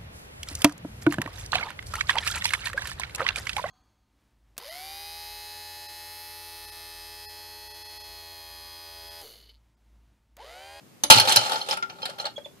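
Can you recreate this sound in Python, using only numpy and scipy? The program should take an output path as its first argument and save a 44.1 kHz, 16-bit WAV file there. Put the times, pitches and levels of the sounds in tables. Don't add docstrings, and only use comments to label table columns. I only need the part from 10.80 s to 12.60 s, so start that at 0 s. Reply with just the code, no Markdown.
import sys
import numpy as np
from scipy import signal
from scipy.io import wavfile
from scipy.ndimage import uniform_filter1d

SR = 44100
rng = np.random.default_rng(int(sys.argv[2]) if len(sys.argv) > 2 else 0)


def unload_audio(sound):
    columns = np.transpose(np.atleast_2d(sound))
    steps = np.round(np.clip(columns, -1, 1) * 32767)
    wavfile.write(sys.argv[1], SR, steps.astype(np.int16))


N = 79380
T = np.arange(N) / SR

# (time [s], crack level [dB], case ring level [dB], reel ring level [dB])
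CONTACTS = [(0.2356, -12, -35.5, -32), (0.3006, -4, -7, -20), (0.305, -7, -17.5, -36),
            (0.32, -3.5, -33, -8), (.382, -11, -17.5, -19), (0.398, -14, -42, -9.5),
            (0.41, -33, -56, -17.5), (.4737, -23, -19.5, -27), (.4932, -15, -26.5, -24),
            (0.5217, -14, -54, -15.5), (.56, -6.5, -21, -20.5), (.5685, -11, -22.5, -8),
            (.6645, -51, -34.5, -35), (.7192, -22.5, -27, -25.5), (.7561, -26, -31.5, -29),
            (0.8135, -38.5, -53, -26.5), (.8868, -21.5, -28, -57), (.9092, -23.5, -35.5, -22.5),
            (.937, -27.5, -35.5, -48), (.9701, -28, -43, -70), (1.0245, -28, -49, -62),
            (1.097, -33.5, -47.5, -37), (1.219, -33, -54, -40.5), (1.2285, -49, -32.5, -33),
            (1.2546, -23, -42, -50), (1.297, -33, -43, -39), (1.3333, -49, -47.5, -55),
            (1.3846, -32.5, -42.5, -36), (1.398, -34, -34, -28.5), (1.4538, -26.5, -33, -26.5),
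            (1.465, -30, -31, -42)]
# (time [s], level [dB])
HEAVY_BLOWS = [(0.304, -37), (.352, -33.5), (0.56, -43.5)]
# (frequency [Hz], relative level [dB], T60 [s])
CASE_MODES = [(528.8, -9, 0.07), (593, -7.5, 0.042), (704, -11.5, 0.08), (812.6, -4, 0.05), (880, -6, 0.1),
              (1268, 0, 0.037), (1370, -4, 0.073), (1438, -4.5, 0.026)]
# (frequency [Hz], relative level [dB], T60 [s])
REEL_MODES = [(2484, -34.5, 0.033), (2885, -24.5, 0.18), (3140, -7.5, 0.067), (3850, -17, 0.036),
              (4270, 2, 0.022), (4368, -4, 0.018), (5296, -9.5, 0.04), (6040, -16, 0.069)]
# (frequency [Hz], left minus right level [dB])
STEREO_BALANCE = [(350, 2), (550, 4.5), (850, 3.5), (5000, -2.5)]

REEL_WAVER, CASE_WAVER = .016, .01
RISE_S = 0.0019
LEFT_LAG_S, LAG_ABOVE_HZ = 0.000435, 1100


def from_db(db):
    return 10 ** (np.asarray(db) / 20)


def rms_one(x):
    return x / np.sqrt(np.mean(x ** 2) + 1e-20)


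def at_hz(points, hz):
    f, v = np.transpose(points)
    return np.interp(np.log(hz), np.log(f), v)


def level(curve, s):
    return from_db(np.interp(s, *np.transpose(curve), left=-200, right=-200))


def pan(db):
    return from_db(np.array([[db], [-db]]) / 2)


def decay_per_sample(t60):
    return np.exp(-np.log(1000) / (t60 * SR))


def soften(x, seconds):
    r = np.exp(-1 / (seconds * SR))
    return signal.lfilter([1 - r], [1, -r], x)


def clicks(s, sizes):
    out = np.zeros(N, np.asarray(sizes).dtype)
    np.add.at(out, np.clip((s * SR).astype(int), 0, N - 1), sizes)
    return out + 1e-18


def noise_bands(spectrum):
    # (frequency [Hz], left-right correlation [1])
    coherence = [(600, 0.36), (14000, 0.1)]
    edges = 28 * 2 ** (np.arange(29) / 3)
    centres = np.sqrt(edges[1:] * edges[:-1])
    gains = from_db(at_hz(spectrum, centres)) * np.sqrt(np.diff(edges))
    gains = gains / np.linalg.norm(gains)
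    white = rng.standard_normal((2, 2, N))
    for k, hz in enumerate(centres):
        band_pass = signal.butter(2, edges[k:k + 2], "band", fs=SR, output="sos")
        mid, side = signal.sosfilt(band_pass, white[k % 2])
        alike = np.clip(at_hz(coherence, hz), -1, 1)
        band = rms_one(np.sqrt(1 + alike) * mid + np.sqrt(1 - alike) * side * [[1], [-1]])
        if hz > LAG_ABOVE_HZ:
            band[0] = np.roll(band[0], int(LEFT_LAG_S * SR))
        yield hz, band * pan(at_hz(STEREO_BALANCE, hz)) * gains[k]


def crack(s, db, tilt_db):
    # (frequency [Hz], relative density [dB per Hz])
    spectrum = [(40, -21.5), (280, -7), (560, -7.5), (820, -1), (1080, -1.5), (2200, 0.5), (3600, 8),
                (6200, -2), (10000, -3.5), (14000, -14.5)]
    t60_at_3khz, damping_power = 0.043, 0.36
    colour_spread_db = 5.5
    out = np.zeros((2, N))
    for hz, band in noise_bands(spectrum):
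        ratio = hz / 3000
        power_decay = decay_per_sample(t60_at_3khz / ratio ** damping_power) ** 2
        colour_db = colour_spread_db * (np.clip(rng.standard_normal(len(s)), -2, 2) - .5)
        band_db = db + colour_db + tilt_db * np.log2(max(ratio, .5))
        power = clicks(s, from_db(band_db) ** 2)
        out += band * np.sqrt(signal.lfilter([1], [1, -power_decay], soften(power, RISE_S)))
    return out


def ring(modes, s, db, waver=0):
    strike_spread_db = 3.5
    out = np.zeros((2, N))
    for hz, mode_db, t60 in modes:
        size, turn = rng.standard_normal((len(s), 2)).T
        wander = rms_one(uniform_filter1d(rng.standard_normal(N), size=450))
        spin = np.exp(2j * np.pi * np.cumsum(hz * (1 + waver * wander)) / SR)
        blows = clicks(s, from_db(db + mode_db + strike_spread_db * size) * np.sign(turn))
        envelope = signal.lfilter([1], [1, -decay_per_sample(t60)], blows / spin)
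        z = spin * soften(envelope, RISE_S)
        left_phase = 2 * np.pi * hz * LEFT_LAG_S * (hz > LAG_ABOVE_HZ) + .5 * rng.standard_normal()
        stereo = np.imag([z * np.exp(-1j * left_phase), z])
        out += np.sqrt(2) * pan(at_hz(STEREO_BALANCE, hz)) * stereo
    return out


def bounces(s, db, count):
    mean_gap_s = .006
    loss_slope, lossless_db = 0.51, -52
    gaps = mean_gap_s * (.5 + rng.random((len(s), count)))
    loss_db = loss_slope * np.maximum(db - lossless_db, 10)
    losses = np.outer(loss_db, 1 + np.arange(count))
    again_s = s[:, None] + np.cumsum(gaps, axis=1)
    return np.append(s, again_s), np.append(db, db[:, None] - losses)


def clacks():
    # (frequency [Hz], relative level [dB], T60 [s])
    table_modes = [(99.5, -4.5, 0.45), (121.2, 2.5, 0.28), (251, -1, 0.24)]
    bright_above_db, tilt_per_db = -20, 0.2425
    s, db, case_db, reel_db = np.transpose(CONTACTS)
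    crack_s, crack_db = bounces(s, db, count=3)
    out = crack(crack_s, crack_db, tilt_per_db * (crack_db - bright_above_db))
    out += ring(CASE_MODES, s, case_db, CASE_WAVER)
    out += ring(REEL_MODES, s, reel_db, REEL_WAVER)
    return out + ring(table_modes, *np.transpose(HEAVY_BLOWS))


def spinning_reels():
    # (time [s], level [dB])
    rattle = [(.3, 8), (.315, -17), (.4, -23), (.435, -36.5), (.485, -21), (.545, -30), (.73, -33.5),
              (.85, -47.5), (.925, -31), (1.0, -75), (1.2, -57), (1.27, -47), (1.36, -64.5), (1.41, -38.5),
              (1.48, -98)]
    # (time [s], level [dB])
    whir = [(0.298, -25.5), (.39, -36.5), (.72, -39), (.85, -50), (0.929, -41.5), (0.998, -67.5),
            (1.25, -55), (1.35, -62), (1.43, -49), (1.519, -91)]
    count, contacts_per_s, spread_db = 700, 400, 3
    slip, size = rng.standard_normal((count, 2)).T
    s = rattle[0][0] + (np.arange(count) + 2 * slip) / contacts_per_s
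    uneven_db = spread_db * np.clip(size, -2, 2)
    rattle_db = 20 * np.log10(level(rattle, s)) + uneven_db
    whir_db = 20 * np.log10(level(whir, s)) + uneven_db
    out = crack(s, rattle_db, tilt_db=-0.14)
    out += ring(REEL_MODES, s, rattle_db - 7.5, REEL_WAVER)
    return out + ring(CASE_MODES, s, whir_db, CASE_WAVER)


def lever_catch():
    # (frequency [Hz], level [dB], T60 [s])
    catch_modes = [(291, -36.5, 0.29), (590, -31.5, 0.16), (3050, -25.5, .03), (6220, -10, 0.016),
                   (9940, -11, 0.021)]
    # (frequency [Hz], level [dB], T60 [s])
    spring_modes = [(391.7, -50.5, 4.5)]
    catch_s, release_s = CONTACTS[0][0], HEAVY_BLOWS[0][0]
    ping = ring(catch_modes, np.array([catch_s]), 0, REEL_WAVER)
    return ping + ring(spring_modes, np.array([release_s]), 0)


def pawl():
    drop_s = [.972, 1.0245]
    # (frequency [Hz], level [dB], T60 [s])
    pawl_modes = [(903, -38.5, 0.078), (1388, -26.5, 0.069)]
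    return ring(pawl_modes, np.array(drop_s), 0, CASE_WAVER)


def squeaks():
    # (time of peak [s], length [s], frequency at peak [Hz], level [dB])
    chirps = [(1.571, 0.015, 3330, -35.5), (1.654, 0.013, 3455, -39)]
    octave_db, waver_share, sag_hz_per_s = -21, 0.0111, 3000
    out = np.zeros(N)
    for s, length, hz, db in chirps:
        waver = rms_one(uniform_filter1d(rng.standard_normal(N), size=150))
        pitch = hz * (1 + waver_share * waver) - sag_hz_per_s * (T - s)
        phase = 2 * np.pi * np.cumsum(pitch) / SR
        swell = np.exp(-(2 * (T - s) / length) ** 2)
        tone = np.sin(phase) + from_db(octave_db) * np.sin(2 * phase)
        out += np.sqrt(2) * from_db(db) * swell * tone
    return out * pan(-6.5)


def bumps():
    # (time [s], level [dB])
    settling = [(1.186, -37.5), (1.29, -35), (1.443, -29), (1.579, -30.5), (1.658, -36.5)]
    # (frequency [Hz], relative level [dB], T60 [s])
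    low_modes = [(576, -2.5, 0.045), (890, -15, 0.055)]
    s, db = np.transpose(settling)
    return ring(low_modes, s, db, CASE_WAVER) + crack(s, db - 7, tilt_db=-7)


def room(x):
    t60, tail_db, dull_above_hz, build_up_s = 0.17, -13, 7100, 0.0067
    t = T[:SR // 2]
    envelope = np.exp(-np.log(1000) * t / t60) * (1 - np.exp(-t / build_up_s))
    tail = rng.standard_normal((2, len(t))) * envelope
    tail = signal.sosfilt(signal.butter(1, dull_above_hz, fs=SR, output="sos"), tail)
    tail = tail / np.linalg.norm(tail, axis=1, keepdims=True)
    return from_db(tail_db) * signal.fftconvolve(x, tail, axes=1)[:, :N]


def room_tone():
    # (frequency [Hz], relative density [dB per Hz])
    spectrum = [(30, -28.5), (115, 2.5), (230, 2.5), (800, -11.5), (14000, -23)]
    return from_db(-53.5) * sum(band for hz, band in noise_bands(spectrum))


def scene():
    toy = clacks() + spinning_reels() + lever_catch() + pawl() + squeaks() + bumps()
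    return toy + room(toy) + room_tone()


def record(dry):
    clip_level, cutoff_hz = 1, 14800
    clipped = dry / (1 + (dry / clip_level) ** 4) ** .25
    low_pass = signal.ellip(10, .2, 70, cutoff_hz, fs=SR, output="sos")
    return signal.sosfilt(low_pass, clipped)


dry = scene()
out = record(dry)
unload_audio(out)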